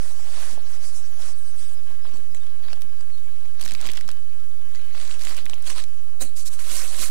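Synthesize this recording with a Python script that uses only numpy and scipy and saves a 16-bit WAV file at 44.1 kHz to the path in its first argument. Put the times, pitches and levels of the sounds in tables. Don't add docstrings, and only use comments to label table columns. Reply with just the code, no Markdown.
import sys
import numpy as np
from scipy import signal
from scipy.io import wavfile
from scipy.ndimage import uniform_filter1d

SR = 44100
rng = np.random.default_rng(int(sys.argv[2]) if len(sys.argv) > 2 else 0)


def level_to_linear(level):
    exponent = np.asarray(level, float) / 20
    return 10 ** exponent


def wrap_up_sound(samples):
    columns = np.atleast_2d(samples).T
    tamed = np.clip(columns, -1, 1)
    steps = np.round(tamed * 32767).astype(np.int16)
    wavfile.write(sys.argv[1], SR, steps)


N = 313110

# f/Hz, density/dB [dB per Hz]
FLOOR_SPECTRUM = [(3, 4.5), (20, 1), (60, -3.5), (97, -7.5), (150, -27.5), (260, -14.5), (500, -20),
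                  (1300, -20.5), (3000, -25), (6000, -27.5), (10000, -29), (15700, -32)]
# f/Hz, level/dB
MOTOR_TONES = [(1077, -74), (1620, -72.5), (2159, -101), (3036, -75)]
# t/s, low-tone level/dB, top-tone level/dB
MOTOR_SHELTER = [(0, 2, 2), (1.5, 1.5, -0.5), (2.0, 3.5, 1.5), (2.8, 1.5, 0), (3.4, 1.8, 0), (4.15, 0.5, 6),
                 (4.45, 2.5, 1.5), (4.8, 3.5, 7), (5.8, -1.5, 2), (6.3, 0, -1), (7.1, 0.3, 3)]
# f/Hz, density/dB [dB per Hz]
OPEN_INPUT_SPECTRUM = [(50, -47.5), (300, -22), (800, -17.5), (1500, -13.5), (3000, -5.5), (5000, -2),
                       (8000, -0.5), (14000, -0.5)]
# f/Hz, level/dB
MAINS_HARMONICS = [(50, -101), (150, -100), (250, -101), (350, -105)]
# t/s, level/dB, f/Hz, t60/s
PANEL_KNOCKS = [(0.359, -47, 219, 0.24), (0.429, -46, 235, 0.15), (0.529, -40.5, 201, 0.14),
                (.575, -27.5, 590, 0.036), (1.618, -47, 208, 0.173), (1.821, -43.5, 247, 0.087),
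                (1.9, -44.5, 190, 0.18), (2.135, -36, 242.4, 0.085), (2.18, -38, 338, 0.089),
                (2.31, -39, 125, 0.16), (2.845, -36, 207, 0.054), (3.272, -47, 219, 0.12),
                (3.645, -37, 149, 0.21), (3.717, -34, 167, 0.16), (3.856, -35.5, 154, 0.1665),
                (4.042, -37.5, 166, 0.164), (4.655, -41.5, 188, 0.115), (5.441, -38, 177, 0.1),
                (5.503, -37, 181.4, 0.057), (5.7, -43.5, 208.6, .06), (6.217, -31, 224.5, 0.16),
                (6.216, -28.5, 497.3, .07), (6.711, -37, 203, 0.088), (6.994, -32.5, 245.2, 0.12),
                (7.019, -38.5, 130, 0.115)]
# middle t/s, length/s, level/dB, f/Hz, glide [share of f]
FINGER_SQUEAKS = [(1.777, .05, -59.5, 5010, -0.015), (2.034, .06, -61, 5170, -0.023),
                  (2.145, .03, -56.5, 5730, 0.029), (2.325, .04, -63, 5060, -0.013),
                  (2.372, .02, -56, 6000, -0.005), (2.423, .045, -59, 3650, 0.0057),
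                  (3.006, .03, -59, 4790, 0.001), (3.143, .06, -57.5, 4200, -0.044),
                  (3.178, .03, -63, 3800, 0.0041), (3.277, .03, -60, 2310, 0.0042),
                  (3.269, .025, -60, 934, 0.001), (4.408, .04, -61, 1313, 0.001),
                  (4.518, .02, -62.5, 3500, 0.001), (4.768, .03, -53.5, 2036, 0.027),
                  (5.624, .015, -53, 8920, -0.015)]

# peak t/s, rise/s and fall/s [per 10 dB], fizz level/dB, weight/dB [body over fizz]
FOAM_STROKES = [(.07, 0.15, 0.06, -52.5, -2), (.17, 0.5, -0.13, -55, -2), (.28, 0, 0.03, -54, -5.5),
                (.42, 0.17, 0.12, -50, 5), (.51, 0.15, 0.05, -49, -7), (.66, -0.4, 0.1, -61, -0.5),
                (.738, -0.1, 0.06, -51.5, -2.5), (.85, 0.03, 0.07, -48, -9.5), (.9, 0.15, 0, -52.5, -7),
                (.962, .035, .055, -47, -9.5), (1.04, 0, 0.04, -55.5, -4), (1.14, 0.25, 0.03, -56, -4.5),
                (1.225, 0.04, 0.095, -50.5, -0.5), (1.285, 0.14, -0.05, -51.5, -1.5),
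                (.24, 0.06, 0.08, -55, -8), (.55, 0.03, 0.08, -63, 5), (1.912, 0.1, 0.05, -62.5, 4.5)]
SETTLING_STROKES = [
    (1.38, 0.083, 0.047, -56, -19),
    (1.47, 0.082, .16, -54, -19),
    (1.61, 0.072, 0.12, -50.5, -6),
    (1.715, 0.057, 0.067, -56, -7),
]
FINGER_STROKES = [(6.37, .01, 0.03, -42, -13), (6.395, 0.022, 0.045, -42.5, -12.5),
                  (6.463, 0.01, 0.027, -40, -13.5), (6.48, 0.019, 0.0102, -39, -17),
                  (6.538, 0.026, 0.024, -43.5, -7), (6.594, 0.0031, 0.056, -42, -4),
                  (6.66, 0.045, 0.047, -46.5, -2), (6.71, 0.0356, 0.068, -39, -1.5),
                  (6.765, 0.058, 0.082, -34, -6), (6.86, 0.07, 0.106, -41.5, -4),
                  (6.96, .06, 0.18, -43, -2), (7.033, 0.045, 0.05, -31, -7)]
HAND_TAP = [
    (6.214, 0.0072, 0.024, -34.5, -6),
    (6.224, 0.012, 0.011, -29.5, -16),
    (6.25, 0.014, 0.04, -47, -8),
    (6.28, 0.015, 0.049, -59, -7),
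]
BAG_MOVES = [(2.065, 0.03, 0.16, -62, 9), (2.142, 0, 0.06, -58, 5), (2.372, -0.03, -0.06, -64.5, 0),
             (2.455, 0.17, 0.07, -71, 10.5), (2.645, 0.04, 0.1, -62.5, 9), (2.735, 0.07, 0.05, -59, 4),
             (2.824, 0.004, 0.015, -60, 0), (3.015, .025, 0.025, -59, -4), (3.17, 0.2, -1.2, -68.5, -2),
             (3.46, 0.4, 0.2, -74, 8), (4.4, 0, 0.5, -69.5, 0), (4.71, -0.06, .04, -71.5, 9),
             (4.752, 0.04, 0.02, -58, 2), (4.8, 0.05, 0.15, -63.5, 8.5), (3.87, 0.17, 0.0644, -60, 13),
             (4.05, 0.2, -0.04, -67, 8.5), (4.96, 0.06, 0.15, -55.5, 6), (5.365, 0.01, 0.0614, -51, 7),
             (5.645, -0.04, 0.15, -58, 4.5), (5.825, 0.12, 0, -54, 7.5)]
BAG_SQUEEZES = [(3.618, 0.018, .03, -53, 5.5), (3.655, 0.02, .011, -52, 2), (3.695, 0.014, .018, -56, 8),
                (3.725, .014, 0.024, -58, 9), (3.78, 0.039, 0.047, -62.5, 9), (3.86, .025, 0.03, -51, 6),
                (3.9, 0.03, .035, -54, 8), (3.965, 0.034, 0.051, -58, 11), (4.1, 0.031, .026, -60, 5),
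                (5.505, 0.022, 0.043, -58, 5.5), (5.545, 0.035, 0.094, -57.5, 3.5)]
BAG_LANDING = [
    (5.02, 0.0397, 0.085, -51.5, 3),
    (5.108, 0.0315, 0.078, -50.5, 1),
    (5.228, 0.044, 0.092, -47.5, 0.3),
    (5.285, 0.03, 0.075, -47, 5),
    (5.674, 0.014, 0.022, -41, 0.5),
    (5.703, 0.0092, 0.012, -37.5, 1),
    (5.717, 0.009, 0.023, -44, 1),
    (5.765, 0.0227, 0.036, -47, 0.5),
    (5.786, .021, 0.032, -46.5, 4),
    (5.88, .03, 0.17, -63, -13),
]

# f/Hz, density/dB [dB per Hz]
FOAM_FIZZ = [(2500, -23.5), (4000, -9), (4900, -2.5), (8300, -5), (10300, -5), (11500, -11), (13000, -18),
             (15700, -25)]
SETTLING_FIZZ = [(3000, -22), (4800, -4.5), (7000, -7), (8800, -3), (9800, -3.5), (11000, -14.5),
                 (15700, -19)]
FINGER_FIZZ = [(2500, -27), (3800, -7.5), (5500, -4.5), (8000, -2.5), (10000, -5), (12500, -12),
               (15700, -23.5)]
HAND_TAP_FIZZ = [(3300, -23), (3800, 5.5), (4500, -9), (5200, -10), (5800, -4.5), (7500, 2), (9500, 0),
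                 (12500, -13.5)]
BAG_FIZZ = [(2500, -29), (3800, -6.5), (5500, -0.5), (8300, 0), (10000, -4), (12000, -15), (15700, -28)]
SLIP_BODY = [(600, -43.5), (1000, 0), (1600, -3.5), (2800, -1.5), (4600, -0.5), (8000, -18.5)]
BOX_BODY = [(600, -28.5), (900, -0.5), (1700, -2), (2400, -6), (4600, -3.5), (8000, -19)]
SLIP_THUMP = [(150, -19.5), (280, -11.5), (400, -8.5), (550, 0), (850, -8), (1300, -37)]
CABLE_COLOUR = [(70, -37), (130, -12), (250, -3.5), (450, -1.5), (700, -1.5), (1300, -28.5)]

# t/s, level/dB, centre f/Hz, spread [octaves]
LOOSE_SNAPS = [(.5763, -42, 900, 0.54), (1.9088, -36.5, 900, 0.31), (2.0534, -32, 1100, 0.2),
               (2.0676, -29, 2570, 0.76), (2.139, -29.5, 3280, 0.82), (2.1717, -37.5, 5340, 0.85),
               (2.3475, -22, 8440, 0.25), (2.3475, -26.5, 1700, 0.75), (2.82, -26, 1510, 0.76),
               (2.732, -29.5, 910, 0.5), (2.3699, -29.5, 3920, 0.81), (2.6427, -38, 2740, 0.87),
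               (2.6849, -27, 2400, 0.8), (2.703, -27.5, 2950, 0.79), (2.7309, -18.5, 2890, 0.78),
               (2.773, -30, 1870, 0.65), (2.8194, -23, 6000, 0.83), (3.009, -32, 3900, 1.45),
               (3.102, -35.5, 2400, 0.21), (3.4562, -29, 2090, 0.675), (4.1706, -29.5, 2480, 0.56),
               (4.7488, -26, 3390, 0.86), (4.768, -37, 2510, 0.53)]
FIST_SNAPS = [(3.5965, -30, 2580, 0.92), (3.6112, -17, 6480, 0.62), (3.6158, -22, 6020, 0.76),
              (3.627, -21, 4200, 0.63), (3.638, -19.5, 6600, 0.35), (3.65, -22, 5770, 0.82),
              (3.655, -21, 5554, 0.83), (3.6614, -19, 2700, 0.94), (3.678, -19, 4440, 0.81),
              (3.6878, -20, 4470, 0.82), (3.698, -23, 3800, .6), (3.709, -17, 4520, .6),
              (3.719, -16.5, 3100, 1), (3.7374, -20, 7450, 0.43), (3.7501, -16.5, 3440, 0.77),
              (3.8132, -18, 6900, 0.49), (3.855, -16.5, 3100, 0.5), (3.865, -17, 3880, 0.69),
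              (3.8713, -16.5, 5600, 0.96), (3.889, -16.5, 2730, 0.4), (3.898, -20, 2720, .24),
              (3.9165, -18.5, 7040, 0.64), (3.9351, -21, 4760, 0.81), (3.972, -16, 4520, 0.72),
              (3.9763, -18.5, 2410, 0.32), (4.0104, -21.5, 4700, 0.8), (4.0787, -21.5, 6100, .56),
              (4.0901, -18.5, 2950, 0.62), (4.0899, -25, 1250, 0.7), (4.0886, -24.5, 8900, 0.35),
              (3.8128, -25, 1800, 0.71), (4.0105, -29, 2500, 0.37), (3.6153, -22, 9650, 0.14),
              (4.115, -23, 4430, 0.97)]
SWING_SNAPS = [(4.9524, -26.5, 2960, 0.87), (4.978, -26, 2840, 1.02), (5, -25, 3466, 0.52),
               (5.0144, -23, 3780, 0.85), (5.0251, -25.5, 3200, 0.63), (5.1121, -18.5, 3440, 0.26),
               (5.2179, -25, 4213, 0.39), (5.2357, -20, 5440, 0.67), (5.2507, -17.5, 6400, 0.86),
               (5.2706, -18, 2350, 0.47), (5.31, -25, 3760, 0.73), (5.3776, -22, 3470, 0.26),
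               (5.388, -25, 2835, 0.8), (5.456, -21.5, 7200, 0.7), (5.464, -19, 2560, 0.29),
               (5.481, -45, 6000, 0.9), (5.4974, -18, 3620, 0.87), (5.5344, -22, 2960, 0.067),
               (5.534, -29.5, 690, 0.4), (5.581, -31, 1710, 0.92), (5.625, -28, 7900, 0.46),
               (5.669, -23.5, 2600, 0.41), (5.7015, -18, 4874, 0.68), (5.7062, -20, 6360, 0.91),
               (5.839, -20, 5030, 0.72)]
# t/s, level/dB, centre f/Hz, spread
FURTHER_SNAPS = [(2.0587, -37, 3876, 0.58), (2.1712, -33, 5230, 0.78), (2.446, -37, 2090, 0.87),
                 (2.4677, -30.5, 2690, 0.9), (2.6427, -32.5, 2730, 0.8), (2.6796, -34, 2900, 0.72),
                 (3.1768, -38, 3160, 1), (3.449, -38, 2250, 0.706), (3.4538, -37.5, 2280, 0.87),
                 (3.5936, -40, 3750, 1.3), (3.624, -24, 4900, 0.85), (3.7897, -35.5, 3800, 0.84),
                 (3.8054, -25, 4460, 0.84), (3.8278, -25.5, 2350, 0.45), (3.8416, -24, 2485, 0.76),
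                 (3.951, -26, 2990, 0.66), (3.9576, -25, 3750, 0.54), (3.9616, -31, 3240, 0.64),
                 (3.9834, -27, 2170, 0.62), (4.104, -24, 2310, 0.59), (4.1062, -43, 4460, 0.54),
                 (4.25, -46, 2490, 0.77), (4.399, -38, 2530, 0.83), (4.5158, -44.5, 2870, 0.83),
                 (4.703, -41.5, 2340, 0.95), (4.757, -25.5, 3660, 0.67), (4.7682, -35.5, 2443, 0.45),
                 (4.7918, -30.5, 2640, 0.55), (4.9489, -25, 2120, 0.45), (5.0105, -27, 4230, 0.49),
                 (5.051, -27.5, 3160, 0.88), (5.0658, -31, 2160, 0.99), (5.077, -27.5, 4500, 1.3),
                 (5.1065, -23.5, 3750, 0.93), (5.1249, -26, 5400, 0.66), (5.14, -26, 3840, 0.72),
                 (5.194, -26.5, 5550, 0.83), (5.212, -23, 4250, 1.1), (5.2191, -22.5, 4640, 0.83),
                 (5.245, -26, 4540, 0.81), (5.2702, -20.5, 2310, 0.8), (5.295, -23, 4600, 1.24),
                 (5.3458, -22.5, 5030, 0.68), (5.3678, -22, 5100, 0.87), (5.375, -31, 3460, 0.44),
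                 (5.4817, -38, 4680, 0.73), (5.6225, -35, 7260, 0.69), (5.7823, -19.5, 3940, 0.94),
                 (2.435, -34, 2650, .8),
    (4.816, -31, 3200, .5),
    (5.675, -20.5, 7500, .6),
    (5.776, -25, 3000, .7),
    (5.8, -27, 3500, .7),
    (6.9462, -21, 5000, .7),
    (6.9871, -19, 6000, .6),
    (7.026, -17, 4500, .6),
    (6.591, -22.5, 4000, .9),
    (3.657, -21, 8800, 0.46),
]

FLOOR_DB, OPEN_DB = -47, -61
OFFSET = -.2655
WIRED_DB = 8
STEP_DB, MASK_DB, FILL_DB, DROP_DB = 21, -3, 5, -3.7
BODY_FOLLOWS, THUMP_FOLLOWS = 0.92, 0.53
THUMP_PER_WEIGHT, THUMP_PER_LEVEL, USUAL_DB = 0.89, -0.27, -46
ROUNDNESS = 1.5


def evened(x):
    return x / np.sqrt(np.mean(x ** 2) + 1e-20)


def read(points, hz):
    f, value = np.transpose(points)
    return np.interp(np.log(hz + 1), np.log(f + 1), value)


def coloured(x, points):
    log_gain = np.log(level_to_linear(read(points, abs(np.fft.fftfreq(8192, 1 / SR)))))
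    response = np.exp(np.conj(signal.hilbert(log_gain)))
    taps = np.fft.ifft(response).real[:4096]
    return evened(signal.oaconvolve(x, taps)[:N])


def patchy(x, patchy_db, size=256):
    z = signal.stft(x, nperseg=size)[2]
    across_pitch = uniform_filter1d(rng.standard_normal(z.shape), 6, 0)
    patches = evened(uniform_filter1d(across_pitch, 8, 1))
    return evened(signal.istft(z * level_to_linear(patchy_db * patches), nperseg=size)[1][:N])


def open_input():
    spikes = (rng.random(N) < 330 / SR) * rng.standard_normal(N)
    hiss = coloured(rng.standard_normal(N) + 6.5 * spikes, OPEN_INPUT_SPECTRUM)
    t = np.arange(N) / SR
    buzz = sum(level_to_linear(db) * np.sin(2 * np.pi * hz * t) for hz, db in MAINS_HARMONICS)
    return level_to_linear(OPEN_DB) * hiss + buzz


def camcorder():
    floor = coloured(rng.standard_normal(N), FLOOR_SPECTRUM)
    floor = patchy(floor, patchy_db=1.5)
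    floor = level_to_linear(FLOOR_DB) * patchy(floor, patchy_db=1.3, size=1024)
    waver = evened(uniform_filter1d(rng.standard_normal(N), size=900))
    turns = np.cumsum(1 + 0.00599 * waver) / SR
    s, low_db, top_db = np.transpose(MOTOR_SHELTER)
    tones = 0
    for hz, db in MOTOR_TONES:
        shown_db = np.interp(np.arange(N) / SR, s, top_db if hz > 2500 else low_db)
        tones = tones + level_to_linear(shown_db) * level_to_linear(db + WIRED_DB + 1.5) * np.sin(2 * np.pi * hz * turns)
    return floor + tones * (1 + 0.7 * waver[::-1])


def small_room(x):
    t = np.arange(6000) / SR
    echoes = rng.choice([-1., 1.], 6000) * (rng.random(6000) < .05)
    taps = echoes * level_to_linear(-60 * t / .16) * (t > .002)
    return signal.oaconvolve(x, taps / np.linalg.norm(taps))[:N]


def knocks():
    out, t = np.zeros(N + 9000), np.arange(9000) / SR
    for s, db, hz, t60 in PANEL_KNOCKS:
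        panel = sum(0.56 * np.sin(2 * np.pi * ratio * hz * t) for ratio in (.7, 1, 1.13, 1.45))
        soft_push = 1 - np.exp(-t * hz / 0.56)
        out[round(s * SR):][:9000] += level_to_linear(db - 60 * t / t60) * soft_push * panel
    return out[:N]


def squeaks():
    out = np.zeros(N)
    wobble = uniform_filter1d(rng.standard_normal((len(FINGER_SQUEAKS), 6000)), size=150, axis=1)
    for (s, length, db, hz, glide), draw in zip(FINGER_SQUEAKS, wobble):
        u = np.linspace(-.5, .5, round(length * SR))
        turns = np.cumsum(hz * (1 + glide * u + 0.06 * draw[:len(u)])) / SR
        whistle = np.cos(np.pi * u) * np.sin(2 * np.pi * turns)
        out[round((s - length / 2) * SR):][:len(u)] += level_to_linear(db + WIRED_DB) * whistle
    return out


def slips(per_s, spread_db, ring_s):
    size_db = spread_db * np.minimum(rng.exponential(1, N), 3)
    size = level_to_linear(size_db) * (rng.random(N) < per_s / SR)
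    power = signal.lfilter([1], [1, -np.exp(-1 / (ring_s * SR))], size ** 2)
    return evened(np.sqrt(power) * rng.standard_normal(N))


def rustle(strokes, drive, fizz, thump, heft_db, patchy_db, body=SLIP_BODY):
    peak, rise, fall, fizz_db, weight_db = np.transpose(strokes)[:, :, None]
    t = np.arange(0, N + 32, 32) / SR
    distance = np.where(t < peak, (peak - t) / abs(rise), (t - peak) / abs(fall))
    swell_db = -10 * distance ** ROUNDNESS
    thump_db = heft_db + THUMP_PER_WEIGHT * weight_db + THUMP_PER_LEVEL * (fizz_db - USUAL_DB)
    layers = [(fizz, swell_db),
              (body, weight_db + BODY_FOLLOWS * swell_db),
              (thump, thump_db + THUMP_FOLLOWS * swell_db)]
    drive = patchy(drive, patchy_db)
    out = 0
    for colour, db in layers:
        envelope = np.linalg.norm(level_to_linear(fizz_db + db), axis=0)
        out = out + np.interp(np.arange(N) / SR, t, envelope) * coloured(drive, colour)
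    return out


def foam():
    scrape = rustle(FOAM_STROKES, slips(5000, spread_db=-2.0, ring_s=0.0044), FOAM_FIZZ, SLIP_THUMP,
                    heft_db=-10.0, patchy_db=2.0, body=BOX_BODY)
    settle = rustle(SETTLING_STROKES, slips(5000, spread_db=3.0, ring_s=0.0072), SETTLING_FIZZ, SLIP_THUMP,
                    heft_db=-8.0, patchy_db=3.0)
    return scrape + settle


def bag():
    return rustle(BAG_MOVES + BAG_SQUEEZES, slips(900, spread_db=3.0, ring_s=.001), BAG_FIZZ, CABLE_COLOUR,
                  heft_db=-11.0, patchy_db=3.0)


def landing():
    return rustle(BAG_LANDING, slips(3000, spread_db=1.0, ring_s=0.002), BAG_FIZZ, CABLE_COLOUR,
                  heft_db=-12.5, patchy_db=3.0)


def fingers():
    rub = rustle(FINGER_STROKES, slips(4000, spread_db=1.5, ring_s=0.0017), FINGER_FIZZ, SLIP_THUMP,
                 heft_db=-11.5, patchy_db=2.0)
    tap = rustle(HAND_TAP, slips(5000, spread_db=1.0, ring_s=0.002), HAND_TAP_FIZZ, CABLE_COLOUR,
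                 heft_db=-3.5, patchy_db=2.0)
    return rub + tap


def snaps():
    rows = LOOSE_SNAPS + FIST_SNAPS + SWING_SNAPS + FURTHER_SNAPS
    out, t = np.zeros(N + 700), np.arange(-100, 600) / SR
    after, place = np.maximum(t, 0), np.linspace(-1.4, 1.4, num=6)[:, None]
    chance = rng.standard_normal((len(rows), 706))
    for (s, db, hz, octaves), draw in zip(rows, chance):
        modes = hz * 2 ** (octaves * (place + .2 * draw[:6, None]))
        ring = np.exp(-0.2 * place ** 2) * np.sin(2 * np.pi * modes * after)
        tick = 3.0 * ring.mean(0) * np.exp(-after / 0.0008) * (1 - np.exp(-after / 0.0003))
        edges = hz / 7.3, min(2.2 * hz, 13000)
        grit = evened(signal.lfilter(*signal.butter(2, edges, "band", fs=SR), draw[6:]))
        creak_and_decay = np.where(t < 0, 0.6 * np.exp(t / 0.00087), np.exp(-after / 0.0022))
        rattle = 0.26 * octaves * grit * creak_and_decay
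        at = round(s * SR) - 100
        out[at:at + 700] += level_to_linear(db + 1.5) * (tick + rattle)
    return out[:N]


def scene():
    scraping = foam()
    bag_rustle = bag()
    rubbing = level_to_linear(WIRED_DB - 2.0) * (scraping + landing() + fingers())
    rubbing = rubbing + level_to_linear(WIRED_DB - 3.5) * bag_rustle
    creases = snaps()
    hands = rubbing + creases + level_to_linear(-15) * small_room(creases)
    return np.array([open_input(), hands + squeaks() + knocks() + camcorder()])


def lapped_thinning(x):
    n, k = np.arange(2048), np.arange(1024)
    window = np.sin(np.pi * (n[:, None] + .5) / 2048)
    basis = np.cos(np.pi / 1024 * np.outer(n + .5 + 512, k + .5)) * window
    halves = np.pad(x, (1280, 2048 - (N + 256) % 1024)).reshape(-1, 1024)
    frames = np.hstack([halves[:-1], halves[1:]])
    lines = frames @ basis
    band = np.repeat(np.sqrt((lines ** 2).reshape(-1, 128, 8).mean(2)), 8, axis=1)
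    wide = uniform_filter1d(band, size=32, axis=1)
    quiet = np.percentile(wide, 15, axis=0)
    hiss = np.median(quiet[250:450])
    masked = level_to_linear(MASK_DB) * np.sqrt((lines[:, 50:700] ** 2).mean(1, keepdims=True))
    step = np.maximum(hiss * level_to_linear(STEP_DB), masked)
    edges = (np.diff(frames) ** 2)[:, 511:1535].reshape(-1, 16, 64).mean(2)
    smooth = (edges.max(1) < 4 * edges.mean(1))[:, None]
    coarse = smooth & (k > 170) & (wide > np.maximum(quiet, hiss) * level_to_linear(FILL_DB))
    audible = (band > quiet * level_to_linear(DROP_DB)) | (k < 100)
    lines = np.where(coarse, step * np.round(lines / step), lines * audible)
    back = lines @ basis.T / 512
    return (back[1:, :1024] + back[:-1, 1024:]).ravel()[256:256 + N]


def roll_off(x):
    return signal.sosfilt(signal.butter(12, 15880, fs=SR, output="sos"), x)


def record(dry):
    edge = signal.firwin(401, 15800, window=("kaiser", 9), fs=SR)
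    thinned = np.array([lapped_thinning(side) for side in dry])
    tape = signal.oaconvolve(thinned, edge[None], "same")
    return roll_off(tape + [[0], [OFFSET]])


dry = scene()
out = record(dry)
wrap_up_sound(out)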